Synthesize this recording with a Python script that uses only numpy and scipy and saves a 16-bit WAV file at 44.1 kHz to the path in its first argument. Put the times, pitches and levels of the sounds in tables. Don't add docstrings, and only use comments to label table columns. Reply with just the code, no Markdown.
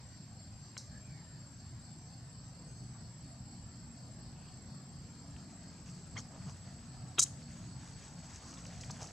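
import sys
import numpy as np
from scipy import signal
from scipy.io import wavfile
from scipy.ndimage import uniform_filter1d

SR = 44100
rng = np.random.default_rng(int(sys.argv[2]) if len(sys.argv) > 2 else 0)


def store_wav(level_fs):
    pcm = np.round(np.clip(np.atleast_2d(level_fs), -1, 1) * 32767)
    wavfile.write(sys.argv[1], SR, pcm.T.astype(np.int16))


N = 402174

# [t/s, top f/Hz, share of the power, slide-back constant/s]
CICADA_JUMPS = [(1.475, 7890, .35, .13), (1.81, 7900, .35, .13), (2.235, 7890, .4, .15),
                (2.63, 8050, .75, .28), (4.245, 7890, .3, .12), (5.47, 7900, .4, .13),
                (5.85, 7890, .35, .2), (6.39, 7920, .55, .3), (6.86, 7900, .4, .3), (7.55, 7940, .55, .25),
                (8.92, 7890, .3, .15)]
START_HZ, SAG_HZ_PER_S, LIFT_SHARE = 7600, 45, .16
NOTE_DB, LOWER_GROUP_DB, LOWER_GROUP_HZ = -62, -75.5, 7470

# [t/s, throbs so far]
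THROB_COUNT = [(0, -.7), (2.36, 9), (3.25, 13), (4.26, 17), (5.66, 23), (7.72, 31), (9.12, 36.8)]
# [f/Hz, width/Hz, relative level/dB]
INSECT_BODIES = [(4430, 400, -2), (4800, 650, -5), (5200, 650, -9)]
CHORUS_DB, CLICKS_PER_S = -69, 6000

# [t/s, treble onset level/dB, low thud against the treble/dB, thud f/Hz]
LEAF_TICKS = [(0.7777, -37, -2, 1510), (5.374, -64, 11, 2580), (6.204, -52, 0, 3200),
              (6.505, -56.5, 5, 900), (7.272, -57, 10, 3000), (7.885, -58, 8, 3600), (8.039, -55, -5, 2000),
              (8.5393, -50.5, -2, 1200), (8.583, -53, 2, 3500), (8.6494, -53, -2, 2500),
              (8.6643, -48.5, -1, 2230), (8.81, -46, -6, 1650), (8.845, -48, 6, 2380),
              (8.9079, -44.5, -2, 3500), (9.071, -47, -8, 2570)]
TICK_HZ, TICK_T60_S, TICK_RISE_S = 5500, .02, .0004
SETTLING_DB, SETTLING_T60_S = -12, .28
# [t/s, length/s, first treble level/dB, treble swell/dB, low level/dB, low f/Hz]
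LEAF_SCRAPES = [(4.28, 0.33, -85, 0, -70, 2760), (5.858, 0.07, -66, 3, -70, 2500),
                (6.161, 0.053, -61, 10, -53, 1150), (6.295, 0.13, -83, -2, -58.5, 603),
                (6.386, 0.085, -80, 5, -65.5, 1500), (6.457, 0.08, -64.5, 7.5, -58.5, 980),
                (7.779, 0.18, -63.5, 0, -65, 1510), (8.319, 0.086, -54.5, -7, -73, 2026),
                (8.433, 0.12, -53.5, -2, -62.5, 1300), (8.804, 0.043, -57, -2, -66, 2500),
                (8.906, 0.012, -47.5, 2, -47.5, 990), (8.998, 0.072, -50, -4, -52.5, 800)]
SCRAPE_HZ = 6030
RING_HZ = 3000
# [t/s, length/s, level/dB]
TWIG_CRACK = (6.174, 0.02, -45.5)
# [f/Hz, relative level/dB]
TWIG_RESONANCES = [(1090, -10), (2100, 1.5), (3200, -4.5), (4460, -7), (5700, -5), (6600, -2)]
# [t/s, treble level/dB, low level/dB]
SNAP_LEVELS = [(7.187, -34, -55), (7.191, -44, -47), (7.194, -19, -30.5), (7.206, -25.5, -33.5),
               (7.21, -48, -54), (7.216, -34, -64), (7.226, -26, -50), (7.239, -23, -49), (7.246, -62, -62),
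               (7.29, -74, -78)]
# [f/Hz, relative level/dB]
STICK_RESONANCES = [(290, -13), (740, -12), (1350, -7), (2700, -6), (3200, -1.5), (3880, -0.5)]
SNAP_HZ = 6800
# [t/s, crisp level/dB, dull level/dB]
RUSTLE_LEVELS = [(5, -79.5, -80), (6, -71, -75.5), (7, -77, -75), (8.2, -67, -69.5), (9.12, -65, -66.5)]
RUSTLE_HZ, CLUMP_DB = 6400, 3.3
CRACKS_PER_S, CRACK_DECAY_S, CRACK_DB = 320, .0015, 1
LOUDEST_CRACK = 2.8
ECHO_DB, ECHO_T60_S = -20.5, .38

# [t/s, f/Hz, level/dB]
BIRD_NOTES = [(.04, 5920, -70), (.57, 5950, -70), (1.05, 6050, -75), (1.48, 6100, -74), (1.96, 6100, -72),
              (2.38, 6050, -72), (2.84, 6100, -73)]
BIRD_NOTE_S = 0.17
# [t/s, length/s, start f/Hz, end f/Hz, level/dB]
OTHER_FAR_CALLS = [(0, .22, 1930, 1930, -75), (.88, .17, 1650, 1760, -66), (.98, .3, 2520, 2050, -70),
                   (1.05, .45, 1880, 1740, -71), (2.64, .2, 6420, 6350, -70), (7.43, .36, 6500, 6800, -69)]

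# [t/s, firing f/Hz, level/dB]
ENGINE_RUNS = [
    [(0, 43, -66), (2.5, 45.8, -64), (4, 46.4, -59), (6.5, 46.5, -58), (9.12, 46.2, -63)],
    [(0, 26.5, -63), (1.7, 29, -56), (4, 30.8, -57), (4.7, 33, -58), (6.3, 34.6, -57), (9.12, 34.8, -57)],
]
# [multiple, relative level/dB]
ENGINE_ORDERS = [
    [(2, -3), (4, -1), (5, 0), (6, -5)],
    [(3, -5), (4, 0), (5, -3)],
]

# [f/Hz, relative level per Hz/dB]
AIR_SPECTRUM = [(28, -58), (41, -22), (52, 5.5), (70, -10.5), (130, -2.5), (240, -14.5), (340, -21),
                (420, -27.5), (700, -22.5), (900, -26.5), (1800, -33), (2300, -37), (3950, -39),
                (4300, -31.5), (5000, -29.5), (7200, -39.5), (8300, -44.5), (12800, -54), (14200, -66),
                (15800, -92)]
# [t/s, level/dB]
BASS_DRIFT = [(0.0, -0.5), (9.05, .5)]
# [t/s, level/dB]
LOW_MIDDLE_DRIFT = [(0.0, -3), (8.13, 0.83), (9.12, 3.5)]
# [f/Hz, correlation]
AIR_LIKENESS = [(60, 0.96), (180, 0.97), (550, 0.86), (1650, 0.75), (4970, 0.19), (15000, 0.05)]
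# [f/Hz, left minus right level/dB]
AIR_LEAN = [(60, 0), (600, 1.0), (15000, -0.5)]
AIR_DB, FRAME, HOP = -51, 2048, 512

LOW_TOP_HZ, HIGH_FOOT_HZ, LAG_S, EDGE_HZ = 4150, 3700, .01, 15900


def cicadas():
    t = np.arange(N) / SR
    hz, staying = START_HZ - SAG_HZ_PER_S * t, np.ones(N)
    for s, top_hz, share, slide_s in CICADA_JUMPS:
        since = np.maximum(t - s, 0) / slide_s
        hz = hz + LIFT_SHARE * (top_hz - START_HZ) * (1 - np.exp(-since))
        staying = staying * (1 - share * (t > s) * np.exp(-(since / 2) ** 2))
    held = sum(resonate(pair(N, .3), hz + offset, 75, order=4) for offset in (-48, -16, 16, 48))
    out = gain_of(NOTE_DB) * evened(held) * np.sqrt(staying)
    out += gain_of(LOWER_GROUP_DB) * evened(resonate(pair(N, 0.23), LOWER_GROUP_HZ, 110, order=2))
    for s, top_hz, share, slide_s in CICADA_JUMPS:
        add(out, s, gain_of(NOTE_DB) * np.sqrt(share) * cicada_jump(s, top_hz, slide_s, t, hz))
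    return out * gain_of([[.8], [-.8]])


def cicada_jump(s, top_hz, slide_s, t, hz):
    u = np.arange(round(.7 * SR)) / SR
    base_hz = np.interp(s + u, t, hz)
    sliding_hz = base_hz + (top_hz - base_hz) * np.exp(-u / slide_s)
    clear = evened(resonate(pair(len(u), 0.098), sliding_hz, 120, order=3))
    clear = clear * np.exp(-(u / slide_s / 2) ** 2 / 2)
    span = np.linspace(base_hz[0] + 110, top_hz, num=4)
    trail = evened(sum(resonate(pair(len(u), .1), f, 90, order=4) for f in span))
    trail = trail * np.exp(-(u / 0.49) ** 2)
    return (clear + gain_of(-9.0) * trail) * np.minimum(u / .015, 1)


def chorus():
    count = curves(THROB_COUNT, np.arange(N) / SR)[0]
    turn = 2 * np.pi * count
    skewed = turn - .4 * (1 - np.cos(turn))
    throb = .2 + (.5 + .5 * np.cos(skewed)) ** 1.1
    body = np.zeros((2, N))
    for hz, width, db in INSECT_BODIES:
        clicks = pair(N, 0.68) * (rng.random(N) < CLICKS_PER_S / SR)
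        body += gain_of(db) * evened(resonate(clicks, hz, width, order=4))
    return gain_of(CHORUS_DB) * evened(body * throb)


def leaves():
    out = np.zeros((2, N))
    for part in (ticks, scrapes, twig, snap, rustle):
        part(out)
    return out * gain_of([[.4], [-.4]])


def ticks(out):
    for s, onset_db, low_db, low_hz in LEAF_TICKS:
        u = np.arange(SR // 8) / SR
        top, body = brittle(len(u), TICK_HZ, [(low_hz, 0)], grain_db=1.0, width=5200, ring=.6)
        impact = gain_of(-60 * u / TICK_T60_S) * (top + gain_of(low_db) * body)
        settling = gain_of(SETTLING_DB - 60 * u / SETTLING_T60_S) * top
        add(out, s, np.minimum(u / TICK_RISE_S, 1) * gain_of(onset_db) * (impact + settling))


def scrapes(out):
    for s, length, top_db, swell_db, low_db, low_hz in LEAF_SCRAPES:
        n = round(length * SR)
        top, body = brittle(n, SCRAPE_HZ, [(low_hz, 0)], grain_db=5.5, width=4400, ring=RING_HZ / low_hz)
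        both = gain_of(top_db + np.linspace(0, swell_db, n)) * top + gain_of(low_db) * body
        tapered_share = np.clip(7 * length + 0.081, 0, 1)
        add(out, s, both * signal.windows.tukey(n, tapered_share))


def twig(out):
    s, length, db = TWIG_CRACK
    n = round(length * SR)
    sizes = gain_of(3.2 * evened(uniform_filter1d(rng.standard_normal(n), size=40)))
    fibres = pair(n, 0.76) * sizes * signal.windows.tukey(n, .3)
    padded = np.pad(fibres, [(0, 0), (0, n // 2)])
    add(out, s, gain_of(db) * ringing(padded, TWIG_RESONANCES, 430))


def snap(out):
    t = np.arange(SNAP_LEVELS[0][0], SNAP_LEVELS[-1][0], 1 / SR)
    top_db, low_db = curves(SNAP_LEVELS, t)
    top, body = brittle(len(t), SNAP_HZ, STICK_RESONANCES, grain_db=1.3, width=4100, ring=2.5,
                        ring_width=400, fizz_db=-30)
    add(out, t[0], gain_of(top_db) * top + gain_of(low_db) * body)


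def rustle(out):
    t = np.arange(RUSTLE_LEVELS[0][0], RUSTLE_LEVELS[-1][0], 1 / SR)
    n = len(t)
    crisp_db, dull_db = curves(RUSTLE_LEVELS, t)
    top, body = brittle(n, RUSTLE_HZ, [(1670, 0)], grain_db=0.5, width=3900, ring=0.34)
    clumps = gain_of(CLUMP_DB * evened(uniform_filter1d(rng.standard_normal(n), size=1500)))
    sizes = gain_of(CRACK_DB) * np.minimum(rng.exponential(1, n), 2)
    starts = (rng.random(n) < CRACKS_PER_S / SR) * sizes
    crackle = signal.lfilter([1], [1, -np.exp(-1 / (CRACK_DECAY_S * SR))], starts)
    envelope = LOUDEST_CRACK * np.tanh(clumps * (1 + crackle) / LOUDEST_CRACK)
    add(out, t[0], (gain_of(crisp_db) * top + gain_of(dull_db) * body) * envelope)


def brittle(n, hz, modes, grain_db, width, ring, ring_width=950, fizz_db=-36):
    sizes = gain_of(grain_db * evened(uniform_filter1d(rng.standard_normal(n + 300), size=40)))
    cracks = pair(n + 300, 0.94) * sizes
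    crisp = evened(resonate(cracks, hz, width, order=4))
    fizz = evened(resonate(cracks, 9800, 7000, order=2))
    dull = evened(resonate(cracks, 2200, 3800, order=2))
    top = split(crisp - gain_of(fizz_db) * fizz)[1]
    body = split(ring * ringing(cracks, modes, ring_width) + dull)[0]
    return evened(top)[:, 150:-150], evened(body)[:, 150:-150]


def ringing(x, modes, width):
    total = 0
    for k, (hz, db) in enumerate(modes):
        total = total + (-1) ** k * gain_of(db) * evened(resonate(x, hz, width, order=2))
    return evened(total)


def clearing(x):
    taps = np.zeros((2, SR // 2))
    at = np.arange(150, SR // 2 - 20, 20) + rng.integers(0, 20, (2, (SR // 2 - 151) // 20))
    np.put_along_axis(taps, at, rng.choice([-1., 1.], at.shape), 1)
    taps *= gain_of(-60 * np.arange(SR // 2) / SR / ECHO_T60_S)
    return signal.fftconvolve(x, taps / np.linalg.norm(taps[0]), axes=1)[:, :N]


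def far_calls():
    out = np.zeros((2, N))
    repeated = [(s, BIRD_NOTE_S, hz, hz, db) for s, hz, db in BIRD_NOTES]
    for s, length, from_hz, to_hz, db in repeated + list(OTHER_FAR_CALLS):
        n = round(length * SR)
        whistle = resonate(pair(n, .5), np.linspace(from_hz, to_hz, n), 200, order=2)
        add(out, s, gain_of(db) * evened(whistle) * signal.windows.tukey(n, .6))
    return out


def engines():
    t, out = np.arange(N) / SR, np.zeros((2, N))
    for run, orders in zip(ENGINE_RUNS, ENGINE_ORDERS):
        firing_hz, db = curves(run, t)
        hums = np.zeros((2, N))
        for multiple, order_db in orders:
            hums += gain_of(order_db) * evened(resonate(pair(N, .99), multiple * firing_hz, 6, order=2))
        out += gain_of(db) * evened(hums)
    return out


def air():
    frames, hz = N // HOP + 5, np.fft.rfftfreq(FRAME, 1 / SR)
    a, b, c, d, patches = rng.standard_normal((frames, len(hz), 5)).T
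    patches = uniform_filter1d(patches, size=6, axis=0)
    patches = evened(uniform_filter1d(patches, size=8, axis=1))
    t = np.arange(frames) * HOP / SR
    bass, low_middle = (hz < 350)[:, None], ((hz >= 350) & (hz < 1500))[:, None]
    drift_db = bass * curves(BASS_DRIFT, t)[0] + low_middle * curves(LOW_MIDDLE_DRIFT, t)[0]
    same = np.clip(read(AIR_LIKENESS, hz), -1, 1)[:, None]
    left, other = a + 1j * b, c + 1j * d
    spectra = np.array([left, same * left + np.sqrt(1 - same ** 2) * other])
    lean_db = read(AIR_LEAN, hz)[:, None] / 2
    shape_db = read(AIR_SPECTRUM, hz)[:, None] + 2.5 * patches + drift_db
    spectra *= gain_of(shape_db + np.array([lean_db, -lean_db]))
    sound = signal.istft(spectra, nperseg=FRAME, noverlap=FRAME - HOP)[1][:, :N]
    return gain_of(AIR_DB) * evened(sound)


def resonate(x, hz, width, order=1):
    turn = np.exp(2j * np.pi * np.cumsum(hz * np.ones(x.shape[-1])) / SR)
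    r = np.exp(-np.pi * width / SR)
    low = x / turn + 1e-18
    for _ in range(order):
        low = signal.lfilter([1 - r], [1, -r], low)
    return 2 * (turn * low).real


def pair(count, same):
    a, b = rng.standard_normal((count, 2)).T
    same = np.clip(same, 0, 1)
    return np.array([a, same * a + np.sqrt(1 - same ** 2) * b])


def split(x, low_hz=LOW_TOP_HZ, high_hz=HIGH_FOOT_HZ):
    low, foot = (signal.oaconvolve(x, signal.firwin(255, hz, fs=SR)[None], "same")
                 for hz in (low_hz, high_hz))
    return low, x - foot


def gain_of(db):
    return 10 ** (np.asarray(db) / 20)


def evened(x):
    return x / np.sqrt(np.mean(x ** 2) + 1e-20)


def read(points, hz):
    f, value = np.transpose(points)
    return np.interp(np.log(hz + 1), np.log(f + 1), value)


def curves(rows, t):
    s, *columns = np.transpose(rows)
    return [np.interp(t, s, c) for c in columns]


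def add(mix, s, sound):
    part = mix[..., round(s * SR):][..., :sound.shape[-1]]
    part += sound[..., :part.shape[-1]]


def scene():
    near = leaves()
    voices = cicadas() + chorus()
    background = far_calls() + engines() + air()
    return voices + near + gain_of(ECHO_DB) * clearing(near) + background


def record(dry):
    low, high = split(dry)
    both = high + np.roll(low, -round(LAG_S * SR), axis=1)
    limit = signal.firwin(511, EDGE_HZ, window=("kaiser", 9), fs=SR)
    return signal.oaconvolve(both, limit[None], "same")


dry = scene()
out = record(dry)
store_wav(out)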